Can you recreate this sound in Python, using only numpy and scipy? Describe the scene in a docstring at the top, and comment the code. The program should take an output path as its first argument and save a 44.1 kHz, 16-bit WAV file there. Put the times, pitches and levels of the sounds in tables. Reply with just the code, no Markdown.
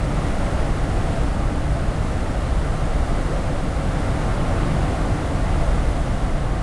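"""A city at night, heard from beside a tall stone building.
From the start, far traffic lays a bed of deep rumble, engine drone and tyre wash, with a thin hiss
on top and faint, breathy resonances colouring it. The wash swells and one engine's low hum
comes up around 1 s, then briefly at 2.5 s. From 3 s single far cars rise out of the bed; drone and
wash swell together near 4.7 s, and the low hum returns for the last second."""
import sys
import numpy as np
from scipy import signal
from scipy.fft import rfft, irfft, next_fast_len
from scipy.io import wavfile
from scipy.ndimage import uniform_filter1d, map_coordinates

SR = 44100
rng = np.random.default_rng(int(sys.argv[2]) if len(sys.argv) > 2 else 0)


def bounce(signal):
    """Save signal as a 16-bit WAV file at the path given by the first command-line argument."""
    frames = np.transpose(np.atleast_2d(signal))
    limited = np.clip(frames, -1, 1)
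    pcm = np.round(limited * 32767).astype(np.int16)
    wavfile.write(sys.argv[1], SR, pcm)


N = 291942

# tone curves of the four noise beds: (frequency [Hz], relative level [dB])
RUMBLE_COLOUR = [(5, -26), (12, -14), (20, 3), (27, 0), (39, 1.5), (50, -1), (60, -1), (75, -6),
                 (110, -20.5), (250, -52)]
DRONE_COLOUR = [(55, -40), (90, 0.5), (125, -4), (150, -2), (185, -6.5), (220, -11), (265, -9), (340, -13),
                (420, -23), (900, -46)]
WASH_COLOUR = [(200, -8.5), (400, -4.5), (450, -2.5), (520, 0), (620, -1), (760, -4), (980, -8), (1120, -8),
               (1350, -8), (1720, -13), (2030, -13), (2350, -18.5), (3500, -25.5), (8000, -57)]
HISS_COLOUR = [(1200, -4.5), (2800, -0.5), (3600, 0), (4800, -2), (5800, -4), (8000, -4.5), (9400, -4),
               (10200, -8), (11500, -19.5), (13000, -29.5), (15500, -38)]
# the rumble heaves and sags on its own: (time [s], length [s], level change [dB])
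RUMBLE_SWELLS = [(0.55, 0.41, 3), (1.17, 0.42, 2), (1.7, 0.5, 1.8), (2.55, 0.2, 2.5), (3.0, 0.38, 4),
                 (4.7, 0.44, 1.5), (5.27, 0.19, -4.5), (5.6, 0.54, 4), (6.33, 0.48, 2)]
# far engines pull harder or ease off: (time [s], length [s], level change [dB])
ENGINE_PULLS = [(0.2, 0.25, 1.6), (0.98, 0.39, 1.2), (4.62, 0.5, 3), (5.12, 0.099, 2.5), (6.05, 0.4, -0.5)]
# tyre noise swells as far traffic goes by: (time [s], length [s], level change [dB])
TRAFFIC_SWELLS = [(0.4, 0.58, 2.5), (1.1, 0.39, 1.6), (3.2, 0.53, 1), (4.08, 0.38, 1.5), (4.75, 1, 2.5),
                  (5.7, 0.57, 1.6)]
# the wash shifts slightly with gaps in the traffic: (time [s], length [s], level change [dB])
WASH_SHIFTS = [(2.3, 1.0, 0.4), (6.5, 1, -0.3)]
# the hiss sinks a little: (time [s], length [s], level change [dB])
HISS_DIPS = [(1.6, 0.54, -0.7), (6.6, 0.5, -1.6)]
# narrow, breathy resonances in the traffic noise: (centre [Hz], width [Hz], base level [dB])
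BED_RESONANCES = [(145.4, 8.5, -41), (289.8, 12.6, -42.5), (579.6, 43, -48), (670.7, 47, -41.5),
                  (752.6, 28, -45), (808.4, 24, -47.5), (878, 26, -50), (1081, 45, -47.5),
                  (1191.5, 29, -48.5), (1336, 47, -51), (2823, 84, -59.5)]
# one engine's hum stands out: (time [s], length [s], level [dB])
HUM_SPELLS = [(1.1, 1.2, -30), (2.55, 0.18, -25), (5.75, 0.38, -25.5), (6.4, 0.4, -26.5)]
# that hum's partials: (multiple of the firing rate [x], relative level [dB])
HUM_PARTIALS = [(1, 0), (2, -9)]
# single far cars: (time [s], length [s], centre [Hz], width [Hz], level [dB])
FAR_CARS = [(3.08, 0.18, 684, 220, -38), (3.38, 0.38, 528, 130, -34.5), (4.68, 0.35, 2300, 1800, -48),
            (4.85, 0.2, 700, 200, -36), (5.7, 0.19, 650, 280, -36)]

RUMBLE_DB, DRONE_DB, WASH_DB, HISS_DB = -23, -26.5, -31.5, -44.5  # rms between swells
DRONE_SHARE, HISS_SHARE = 0.18, 0.64  # share of a traffic swell's dB that each follows


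def undb(db):
    """Decibels to gain."""
    return 10 ** (np.asarray(db) / 20)


def unit(x):
    """Scale to rms 1."""
    return x / np.sqrt(np.mean(x ** 2))


def walk(rate_hz):
    """Slow modulator: smoothly joined random values, spread near 1."""
    steps = rng.standard_normal(1024)
    return map_coordinates(steps, [np.arange(N) / SR * rate_hz], order=2, mode="wrap")


def bell(peak_s, length_s):
    """Envelope that grows to 1 and ebbs again; the length is its width at half height."""
    return .5 ** ((2 * (np.arange(N) / SR - peak_s) / length_s) ** 2)


def swells(rows):
    """A fader ride in dB, built from bell-shaped rises and dips."""
    return sum(change_db * bell(peak_s, length_s) for peak_s, length_s, change_db in rows)


def white():
    """Frequencies and spectrum of fresh white noise."""
    size = next_fast_len(N, real=True)
    spectrum = rfft(rng.standard_normal(size))
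    return np.maximum(np.arange(len(spectrum)) * SR / size, 1), spectrum


def far_noise(colour, band_count, waver_db=0, waver_hz=0):
    """Coloured noise at rms 1; restless air fades each band on its own, by about waver_db."""
    hz, spectrum = white()
    points_hz, points_db = np.transpose(colour)
    spectrum = spectrum * undb(np.interp(np.log(hz), np.log(points_hz), points_db, right=-120))
    # overlapping bands, evenly spaced in pitch
    place = np.interp(np.log(hz), np.log(points_hz[[0, -1]]), [0, band_count - 1])
    bands = (irfft(spectrum * np.maximum(1 - abs(place - k), 0))[:N] for k in range(band_count))
    return unit(sum(band * undb(waver_db * walk(waver_hz)) for band in bands))


def resonant_noise(centre_hz, width_hz):
    """Noise in one resonance, rms 1."""
    hz, spectrum = white()
    resonance = 1 / (1 + 1j * (hz / centre_hz - centre_hz / hz) * centre_hz / width_hz)
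    return unit(irfft(spectrum * resonance ** 2)[:N])


def rumble(even_s=0.14):
    """The traffic's low end carries furthest and overlaps into an even roll that slowly heaves."""
    noise = far_noise(RUMBLE_COLOUR, band_count=3, waver_db=2.0, waver_hz=3.35)
    power = uniform_filter1d(noise ** 2, int(even_s * SR))
    return noise / np.sqrt(power) * undb(RUMBLE_DB + swells(RUMBLE_SWELLS))


def engine_drone(traffic_db):
    """Many far engines blur into a drone without pitch."""
    drone = far_noise(DRONE_COLOUR, band_count=5, waver_db=0.1, waver_hz=5.5)
    return drone * undb(DRONE_DB + DRONE_SHARE * traffic_db + swells(ENGINE_PULLS))


def tyres(traffic_db):
    """Tyres on far streets make a mid-range wash, with a smooth hiss above."""
    wash = far_noise(WASH_COLOUR, band_count=10, waver_db=0.17, waver_hz=2.63)
    wash_db = WASH_DB + traffic_db + swells(WASH_SHIFTS)
    hiss = far_noise(HISS_COLOUR, band_count=4)
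    hiss_db = HISS_DB + HISS_SHARE * traffic_db + swells(HISS_DIPS)
    return wash * undb(wash_db) + hiss * undb(hiss_db)


def resonances(traffic_db, waver_db=1.3, waver_hz=1.82):
    """Faint, narrow, breathy resonances that colour the traffic noise and ride with the wash."""
    peaks = sum(resonant_noise(centre_hz, width_hz) * undb(db + waver_db * walk(waver_hz))
                for centre_hz, width_hz, db in BED_RESONANCES)
    return peaks * undb(traffic_db - traffic_db.mean())


def engine_hum(firing_hz=59.3, drift_hz=0.605):
    """One engine at near-steady speed comes and goes in the drone, its pitch drifting a little."""
    envelope = sum(bell(peak_s, length_s) * undb(db) for peak_s, length_s, db in HUM_SPELLS)
    pitch_hz = firing_hz + drift_hz * walk(rate_hz=2.085)
    phase = 2 * np.pi * np.cumsum(pitch_hz) / SR
    tone = sum(np.sin(multiple * phase) * undb(db) for multiple, db in HUM_PARTIALS)
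    return np.sqrt(2) * tone * envelope


def cars():
    """Single far cars rise out of the wash, each with its own band of road noise."""
    return sum(resonant_noise(centre_hz, width_hz) * bell(peak_s, length_s) * undb(db)
               for peak_s, length_s, centre_hz, width_hz, db in FAR_CARS)


def scene():
    """Mono mix: the city bed, with one engine and single cars coming through."""
    traffic_db = swells(TRAFFIC_SWELLS)
    bed = rumble() + engine_drone(traffic_db) + tyres(traffic_db) + resonances(traffic_db)
    return (bed + engine_hum() + cars())[None]


def record(dry):
    """A steep low-pass trims the very top of the hiss."""
    top_hz = 15700
    return signal.sosfilt(signal.ellip(8, .2, 70, top_hz, fs=SR, output="sos"), dry)


dry = scene()
out = record(dry)
bounce(out)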